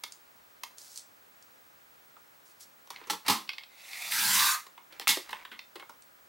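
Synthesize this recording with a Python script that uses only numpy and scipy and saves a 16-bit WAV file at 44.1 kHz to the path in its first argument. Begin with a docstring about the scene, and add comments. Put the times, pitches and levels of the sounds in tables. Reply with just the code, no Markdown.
"""In a small room, a sheet of card is lined up in a plastic paper trimmer on a craft table.
The clear rail swings down and snaps shut, the blade carriage slides along it and slices the card,
then the rail is pulled open with a clatter. Knocks are short noise bursts with ringing tones added;
sliding, cutting and rubbing are crowds of tiny clicks, each coloured by a filter.
Behind them lie faint filtered noise and a thin electronic whine of two steady tones."""
import sys
import numpy as np
from scipy import signal
from scipy.fft import rfft, irfft, next_fast_len
from scipy.io import wavfile
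from scipy.ndimage import uniform_filter1d, map_coordinates

SR = 44100
rng = np.random.default_rng(int(sys.argv[2]) if len(sys.argv) > 2 else 0)


def to_wav(sig):
    """Store sig (one row per channel, or 1-D mono) as 16-bit WAV at the path in sys.argv[1].

    Samples outside -1..1 are clipped; the rate is SR.
    """
    pcm = np.clip(np.atleast_2d(sig), -1, 1) * 32767
    pcm = np.round(pcm).astype(np.int16)
    wavfile.write(sys.argv[1], SR, pcm.T)  # frames by channels


N = 277124  # length in samples
TIME = np.arange(N) / SR  # seconds


def amp(db):
    """Turns decibels into a gain."""
    return 10 ** (np.asarray(db) / 20)


def unit(x):
    """Scales a sound to an rms of 1."""
    return x / np.sqrt(np.mean(x ** 2) + 1e-20)


def read(points, hz):
    """Reads a table by pitch, with straight lines over log frequency."""
    f, value = np.transpose(points)
    return np.interp(np.log(hz + 1), np.log(f + 1), value)


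def add(mix, s, sound):
    """Lays a sound into the mix, starting at s seconds."""
    part = mix[max(round(s * SR), 0):][:len(sound)]
    part += sound[:len(part)]


def colour(x, points, peaks=()):
    """Filters by a smooth spectrum, with resonance peaks on top."""
    size = next_fast_len(len(x) + 2048)
    hz = np.fft.rfftfreq(size, 1 / SR)
    db = read(points, hz)
    for f, width, lift in peaks:
        db = db + lift / (1 + (2 * (hz - f) / width) ** 2)
    return irfft(rfft(x, size) * amp(db), size)[:len(x)]


def band(x, low_hz, high_hz, order=2):
    """Keeps only the pitches between two limits."""
    edges = [low_hz, min(high_hz, .49 * SR)]
    return signal.sosfilt(signal.butter(order, edges, "band", fs=SR, output="sos"), x)


def grains(per_s, spread_db):
    """Tiny slips and snaps at random times, most small and a few large."""
    size = amp(spread_db * np.minimum(rng.exponential(1, N), 4))
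    sign = rng.choice([-1, 1], N)
    happens = rng.random(N) < per_s / SR
    return unit(size * sign * happens)


def burst(db, low_hz, high_hz, t60, order=2, rise_s=0.00079):
    """A dense cluster of modes struck at once, made from noise; db is the rms of its first 12 ms."""
    t = np.arange(SR // 4) / SR
    swell = (1 - np.exp(-t / rise_s)) * amp(-60 * t / max(t60, .003))
    ring = band(rng.choice([-1, 1], len(t)) * swell, low_hz, high_hz, order)
    return amp(db) * ring / np.sqrt(np.mean(ring[t < .012] ** 2))


def struck(modes):
    """Modes set going at once, each a sine that dies away by itself."""
    t = np.arange(SR // 3) / SR
    out = np.zeros(len(t))
    for hz, db, t60 in modes:
        swell = 1 - np.exp(-t * hz / 2)
        out += amp(db - 60 * t / t60) * swell * np.sin(2 * np.pi * hz * t)
    return out


CLACK_HZ, CLACK_OCTAVES = 2210, 0.9  # pitch of the softest clack, and how far above it the hardest lies
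# edge tick against the clack for the softest blow, and what the hardest adds
TICK_DB, TICK_RANGE_DB = -17, 15.5
HEAVY_S = .1  # die-away time of a long, heavy blow
THUMP_HZ, THUMP_SLOPE = 332, 0.23  # table's thump for a heavy blow; shorter blows raise it by this power
# blows on the trimmer: start_s, level_db (of the clack), hardness (0-1),
# bed_db and table_db (against the clack), t60_s (time for the clack to fall 60 dB)
KNOCKS = [(0.036, -38.5, 0.7, -9, -19.5, 0.024), (0.634, -40.5, 0.81, -4, -25, 0.024),
          (2.165, -65.5, 0, 9.5, -6, 0.029), (2.873, -61.5, 0.9, -3, -11, 0.014),
          (2.903, -45, 0.86, 0, -16.5, 0.03), (3.013, -59.5, 0, 2.5, 2, 0.028),
          (3.07, -55.5, 1, 1, -2.5, 0.064), (3.0981, -31.5, 0.6, -2, -20, 0.043),
          (3.104, -35, 1, -4.5, -15, 0.089), (3.131, -44, 0.73, 5, -9.5, 0.066),
          (3.262, -40, 0.63, -9.5, -30, 0.18), (3.281, -25.5, 0.82, -5, -14.5, 0.074),
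          (3.296, -26, 0.82, -3, -22, 0.21), (4.665, -54, .5, -2.5, -11.5, 0.035),
          (4.777, -54, 0, 3.5, -14, 0.023), (4.924, -53.5, 0.5, -9, -8.5, 0.042),
          (4.997, -40.5, 0.8, -11, -7.5, 0.0088), (5.011, -45, 0.47, -9, -13, 0.073),
          (5.072, -27.5, 0.18, -4, -43, 0.0047), (5.077, -25.5, 1, -38, -28, 0.041),
          (5.088, -22, .85, -18.5, -35, 0.2), (5.171, -40, 0.5, -3, 2.5, 0.015),
          (5.292, -47, 0.33, -3, -27, 0.024), (5.305, -49.5, 0.8, -6, -22, 0.15),
          (5.329, -37.5, 0, -2, -15.5, 0.017), (5.45, -45.5, 0, -7, -21, 0.023),
          (5.515, -45.5, 0, -12, -16, 0.13), (5.755, -47.5, 0.5, -3, -1.5, 0.059),
          (5.796, -49, 0.29, -6, -16, 0.059), (5.824, -56, 0, 4.5, -3, 0.014),
          (5.8937, -57, 0.97, 8, -4, 0.035)]


def blows(bass_hold=1.52, tick_hold=0.88):
    """Each blow shakes table, bed and rail; harder ones are brighter, and the thump lasts longest."""
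    out = np.zeros(N)
    for s, db, hardness, bed_db, table_db, t60 in KNOCKS:
        clack_hz = CLACK_HZ * 2 ** (CLACK_OCTAVES * hardness)
        thump_hz = THUMP_HZ * (HEAVY_S / t60) ** THUMP_SLOPE
        tick_db = TICK_DB + TICK_RANGE_DB * hardness
        thump = burst(db + table_db, thump_hz / 1.45, thump_hz * 1.45, t60 * bass_hold, 3, rise_s=.0012)
        bed = burst(db + bed_db, 820, 1280, t60 * 1.1, 3, rise_s=.0008)
        clack = burst(db, clack_hz / 1.95, clack_hz * 1.55, t60, 3, rise_s=.0014)
        tick = burst(db + tick_db, 6000, 14500, t60 * tick_hold, rise_s=.0009)
        for layer in (thump, bed, clack, tick):
            add(out, s, layer)
    return out


# boom of the base on the table: pitch_hz, level_db (against a heavy blow's level on the bed), t60_s
BASE_MODES = [(101.4, -7, 0.099), (195.4, -6, 0.11), (233, -6.5, 0.13), (423.6, -9, 0.14),
              (923, 3.5, 0.059)]


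def base():
    """The base booms in step with the push on the bed: its force times its length."""
    out, boom = np.zeros(N), struck(BASE_MODES)
    for s, db, _, bed_db, _, t60 in KNOCKS:
        add(out, s, amp(db + bed_db) * t60 / HEAVY_S * boom)
    return out


# what the trimmer rings with after every blow: pitch_hz, level_db (before ring_db is added), t60_s
TRIMMER_MODES = [(393, -48, 0.13), (900, -39, 0.45), (1070, -21, 0.32), (1124, -5.5, 0.037),
                 (2000, 3, 0.067), (2180, 8, 0.067), (3560, -46, 0.17), (4000, -27, 0.055)]


def ringing(x, ring_db=-3.0):
    """The trimmer's long modes, driven by the blows, sing on after them."""
    t = np.arange(SR // 2) / SR
    modes = np.zeros(len(t))
    for hz, db, t60 in TRIMMER_MODES:
        even = 2 * np.log(1000) / (t60 * SR)  # makes level_db the mode's gain at resonance
        modes += amp(db - 60 * t / t60) * np.sin(2 * np.pi * hz * t) * even
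    return amp(ring_db) * signal.oaconvolve(x, modes)[:N]


def flutter(rate_hz, depth_db):
    """A gain that wanders at random."""
    knots = np.arange(0, TIME[-1] + 1, 1 / rate_hz)
    return amp(depth_db * np.interp(TIME, knots, rng.standard_normal(4096)[:len(knots)]))


def shifting(x, patch_db):
    """Resonances come and go in patches of about 400 Hz by 50 ms as the blade travels; the top stays even."""
    hz, _, z = signal.stft(x, SR, nperseg=512)
    patches = uniform_filter1d(rng.standard_normal(z.shape), size=5, axis=0)
    patches = uniform_filter1d(patches, size=9, axis=1)
    depth_db = patch_db / (1 + (hz[:, None] / 10000) ** 4)
    return unit(signal.istft(z * amp(depth_db * unit(patches)), nperseg=512)[1][:N])


# the carriage is pushed faster, then braked; the end values hold outside: time_s, speed (0-1)
SPEED = [(3.66, 0.06), (4.39, 0.95), (4.47, 0.89), (4.655, 0.01)]
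# how much of the blade is in the card: time_s, share (0-1)
IN_CARD = [(4.104, 0), (4.118, 1), (4.548, 1), (4.568, 0)]
# carriage on the rail, rasping in two bands: pitch_hz, level_db
SLIDE_COLOUR = [(150, -40), (450, -22), (740, -5), (950, -14), (1220, -6), (1550, -13), (1980, 3),
                (2650, 2), (3150, -11), (3550, -1), (4500, -3), (6000, -8), (16000, -18)]
# tearing fibres: pitch_hz, level_db
CUT_COLOUR = [(600, -46), (1200, -17.5), (1620, -3), (2050, -9.5), (2560, -9), (3220, -10.5), (4600, -6),
              (7300, -9.5), (9700, -10), (14700, -10), (16000, -16)]
# resonances of the rail that the cut excites: pitch_hz, width_hz, lift_db
RAIL_PEAKS = [(1610, 120, 2), (2050, 160, 3), (2600, 260, 4), (4010, 100, 3), (4650, 350, 3),
              (5570, 130, 3), (6240, 100, 2), (7150, 300, 2)]
# ring of the bed: pitch_hz (before stiffening), level_db
BED_COLOUR = [(450, -26), (680, -21.5), (800, -14.5), (900, -0.5), (1000, 5.5), (1160, 11), (1350, -2),
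              (1700, 0.5), (3000, -63)]
# the bed rings higher as the blade nears the hinge: time_s, pitch_factor
BED_STIFFENING = [(4.2, 0.81), (4.42, 0.95), (4.58, 1.1)]
# low drumming of the bed on the table: pitch_hz, level_db
ROLL_COLOUR = [(30, -48), (65, -12), (100, 1), (130, 4.5), (215, 8.5), (300, -4), (420, -8.5), (650, -5.5),
               (1200, -45)]
FRICTION_DB, SPEED_POWER = -30, 1.99  # bare rail at full speed; friction grows as this power of speed
CUTTING_DB, BITE_DB = 6.5, 3.0  # extra level in the card, and size of the jump as the blade bites
FIZZ_DB = 0.5  # fizz of the bare rail against its rasp at full speed
# bed's ring against the friction at the hinge, and how much less at the near end
BED_AT_HINGE_DB, BED_FALL_DB = -1, 40.5
# drumming: level at full speed, loudest place and reach (shares of the rail)
SAG_DB, SAG_PLACE, SAG_WIDTH = -50.5, 0.68, 0.16


def stroke():
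    """The carriage scrapes the rail, louder with speed; in the card, snapping fibres take over."""
    speed = np.clip(np.interp(TIME, *np.transpose(SPEED)), 0, None)
    place = np.cumsum(speed) / np.sum(speed)  # 0 at the near end, 1 at the hinge
    in_card = np.clip(np.interp(TIME, *np.transpose(IN_CARD)), 0, 1)
    friction = amp(FRICTION_DB + CUTTING_DB * in_card) * speed ** SPEED_POWER

    slide = shifting(colour(grains(7000, 1.7), SLIDE_COLOUR), 2.0)
    fizz = unit(band(grains(13000, 1.5), 4500, 15000))
    fibres = shifting(colour(grains(13000, 1.8), CUT_COLOUR, RAIL_PEAKS), 3.2)
    bare_rail = slide + amp(FIZZ_DB) * speed * fizz
    scrape = np.sqrt(1 - in_card) * bare_rail + np.sqrt(in_card) * fibres

    # dips then jumps as the blade enters; rises then dips as it leaves
    bite = amp(BITE_DB * (in_card - uniform_filter1d(in_card, size=4000)) * 2)
    drag = flutter(130, .8) * bite  # uneven resistance

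    # reading the ring faster raises its pitch
    pace = np.cumsum(np.interp(TIME, *np.transpose(BED_STIFFENING)))
    bed_ring = map_coordinates(unit(colour(grains(4000, 1.6), BED_COLOUR)), [pace])
    bed_ring = bed_ring * amp(BED_AT_HINGE_DB - BED_FALL_DB * (1 - place))

    sag = amp(SAG_DB) * speed * np.exp(-((place - SAG_PLACE) / SAG_WIDTH) ** 2)
    rumble = unit(colour(grains(1500, 0.63), ROLL_COLOUR)) * sag
    return drag * (friction * (scrape + bed_ring) + rumble)


FAVOUR_OCTAVES = .3  # modes this far from the favoured pitch ring about 9 dB less
# the carriage clicks in its play on the rail: start_s, level_db, favoured_hz
CARRIAGE_CLICKS = [(2.96, -48, 2200), (2.972, -63, 2230), (3.039, -59, 2500), (3.476, -55, 3070),
                   (3.491, -35.5, 2400), (3.504, -54, 2340), (3.533, -47, 3170), (3.582, -42, 1940),
                   (3.635, -50, 3050), (3.931, -45, 2404), (4.121, -36, 2810), (5.591, -43, 3580)]
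# ring of the carriage: pitch_hz, level_db (against the click, at the favoured pitch), t60_s
CARRIAGE_MODES = [(2143, 5, 0.057), (2210, 6.5, 0.038), (2490, -13, 0.048), (2530, 6, 0.054),
                  (3590, 1, 0.056), (4440, -18, .07)]


def carriage(low_hz=1900, high_hz=5000, t60=.017, tick_db=-20, bed_db=-14):
    """Dry clicks of the small plastic carriage, ringing most near the pitch each click favours."""
    out = np.zeros(N)
    for s, db, favoured_hz in CARRIAGE_CLICKS:
        add(out, s, burst(db, low_hz, high_hz, t60, order=4, rise_s=0.0008))
        add(out, s, burst(db + tick_db, 6000, 14500, t60))
        add(out, s, burst(db + bed_db, 780, 1280, t60))
        for mode in CARRIAGE_MODES:
            favour = np.exp(-(np.log2(mode[0] / favoured_hz) / FAVOUR_OCTAVES) ** 2)
            add(out, s, amp(db) * favour * struck([mode]))
    return out


RUB_ATTACK_S, RUB_RELEASE_S = 0.013, 0.0065


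def pressure(strokes):
    """Each rub swells, holds and lets go."""
    out = np.zeros(N)
    for s, length, db in strokes:
        swell = np.clip((TIME - s) / RUB_ATTACK_S, 0, 1)
        let_go = np.exp(-np.clip((TIME - s - length) / RUB_RELEASE_S, 0, 20))
        out += amp(db) * swell * let_go
    return out


# card and fingers slide over the bed: start_s, length_s, level_db (before rub_db is added)
RUBS = [(0.77, 0.18, -54.5), (0.95, 0.037, -49.5), (2.445, 0.073, -64), (2.595, 0.039, -51)]
# colour of these rubs: pitch_hz, level_db
RUB_COLOUR = [(800, -11.5), (3000, -6.5), (4200, 3.5), (5300, 5.5), (8000, 3), (10000, 0.5), (15500, -6)]
# the card's edge catches and lets go: start_s, level_db (before tick_db is added)
CARD_TICKS = [(0.122, -43), (0.783, -45.5), (0.816, -49), (0.959, -44), (0.975, -37.5), (0.994, -47),
              (1.425, -55.5), (6.022, -55)]


def card(rub_db=-0.5, tick_db=-4.0):
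    """Card whispers over the bed in many tiny slips, with little catches of its edge."""
    slips = grains(3500, 3.5)
    out = amp(rub_db) * pressure(RUBS) * unit(colour(slips, RUB_COLOUR))
    for s, db in CARD_TICKS:
        add(out, s, burst(db + tick_db, 4300, 8600, 0.016, rise_s=0.000067))
    return out


# the rail's hinge and the card scuff while moved: start_s, length_s, level_db (before scuff_db is added)
SCUFFS = [(2.9, 0.16, -59), (3.07, .025, -60), (3.245, 0.038, -47), (4.9, 0.13, -59.5), (5.24, 0.191, -56)]
# colour of these scuffs: pitch_hz, level_db
SCUFF_COLOUR = [(200, -14), (600, -9), (1000, 0), (1500, -3), (2300, 0), (3000, -9), (5500, -15),
                (9000, -23), (15000, -28)]


def scuffs(scuff_db=0.5):
    """Plastic and card rub softly, in small separate slips."""
    slips = grains(900, 3.2)
    return amp(scuff_db) * pressure(SCUFFS) * unit(colour(slips, SCUFF_COLOUR))


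# how long the room's echoes take to fall 60 dB: pitch_hz, t60_s
ROOM_T60 = [(150, 0.21), (400, 0.18), (1000, 0.26), (3000, 0.27), (7000, 0.29), (15000, 0.26)]


def room(x, wet_db=-6.0, first_s=0.0017, count=3):
    """Reflections from table and near walls die band by band; several patterns fade in and out in turn."""
    t, out = np.arange(SR // 2) / SR, np.zeros(N)
    for k in range(count):
        happens = rng.random(len(t)) < 4000 / SR  # 4000 echoes a second
        taps = rng.standard_normal(len(t)) * happens * (t > first_s)
        hz, age, z = signal.stft(taps, SR, nperseg=256)
        fade = amp(-60 * age / read(ROOM_T60, hz)[:, None])
        tail = signal.istft(z * fade, SR, nperseg=256)[1]
        # the shares' total power stays constant
        share = np.sqrt(2 / count) * np.cos(np.pi * (2 * TIME + k / count))
        out += signal.oaconvolve(x * share, tail / np.linalg.norm(tail))[:N]
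    return amp(wet_db) * out


# balance between the ears: pitch_hz, left_minus_right_db
LEAN = [(100, .9), (300, -.1), (1000, -2.5), (2200, -1.2), (4500, -1.7), (9000, -.6), (15000, -.2)]
# spread between the ears: pitch_hz, side_against_mid_db
WIDTH = [(100, -31), (350, -13), (1000, -9), (2500, -15), (5000, -17), (12000, -26.5)]


def microphones(x, scatter_s=0.0025):
    """Two close capsules: the trimmer lies a little to the right, and scattered sound differs between them."""
    t = np.arange(SR // 10) / SR
    scatter = rfft(rng.standard_normal(len(t)) * t * np.exp(-t / scatter_s))
    # smears time but keeps the colour
    scatter = irfft(scatter / abs(scatter), len(t))[:len(t) // 2]
    side = colour(signal.oaconvolve(x, scatter)[:N], WIDTH)
    left = colour(x, [(hz, db / 2) for hz, db in LEAN])
    right = colour(x, [(hz, -db / 2) for hz, db in LEAN])
    return np.array([left + side, right - side])


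HISS_DB = -62  # rms of the part of the hiss that both ears share
# colour of the room air and hiss: pitch_hz, level_db
HISS_COLOUR = [(15, -36), (25, -58), (53, -4), (176, -3), (207, -1), (415, -1), (450, -2.5), (501, 1.5),
               (621, 0.5), (1420, 1), (2780, -6), (5140, -8), (6720, -8.5), (13800, -12), (15000, -6)]
# two beating electronic tones: pitch_hz, level_db (rms, before the top is cut)
WHINE = [(15734.3, -66.2), (15747.3, -71.5)]


def background(side_db=0.5):
    """Room air and hiss from filtered noise, with two electronic whines beating against each other."""
    mid = unit(colour(rng.standard_normal(N), HISS_COLOUR))
    side = colour(rng.standard_normal(N), HISS_COLOUR)
    side = colour(side, [(100, -10.0), (500, 0.5), (2000, 1.5), (8000, -16.0)])  # Hz, dB
    side = amp(side_db) * unit(side)
    whine = np.zeros(N)
    for hz, db in WHINE:
        whine += amp(db) * unit(np.sin(2 * np.pi * (hz * TIME + rng.random())))
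    return amp(HISS_DB) * np.array([mid + side, mid - side]) + whine


def scene():
    """Everything on the table, in the room, at the microphones."""
    hits = blows()
    table = hits + ringing(hits) + base() + carriage() + stroke() + card() + scuffs()
    return microphones(table + room(table)) + background()


def record(dry):
    """The recorder's band limit: a steep filter removes what lies above 16 kHz."""
    low_pass = signal.firwin(511, 16000, window=("kaiser", 9), fs=SR)
    return signal.oaconvolve(dry, low_pass[None], "same")


dry = scene()
out = record(dry)
to_wav(out)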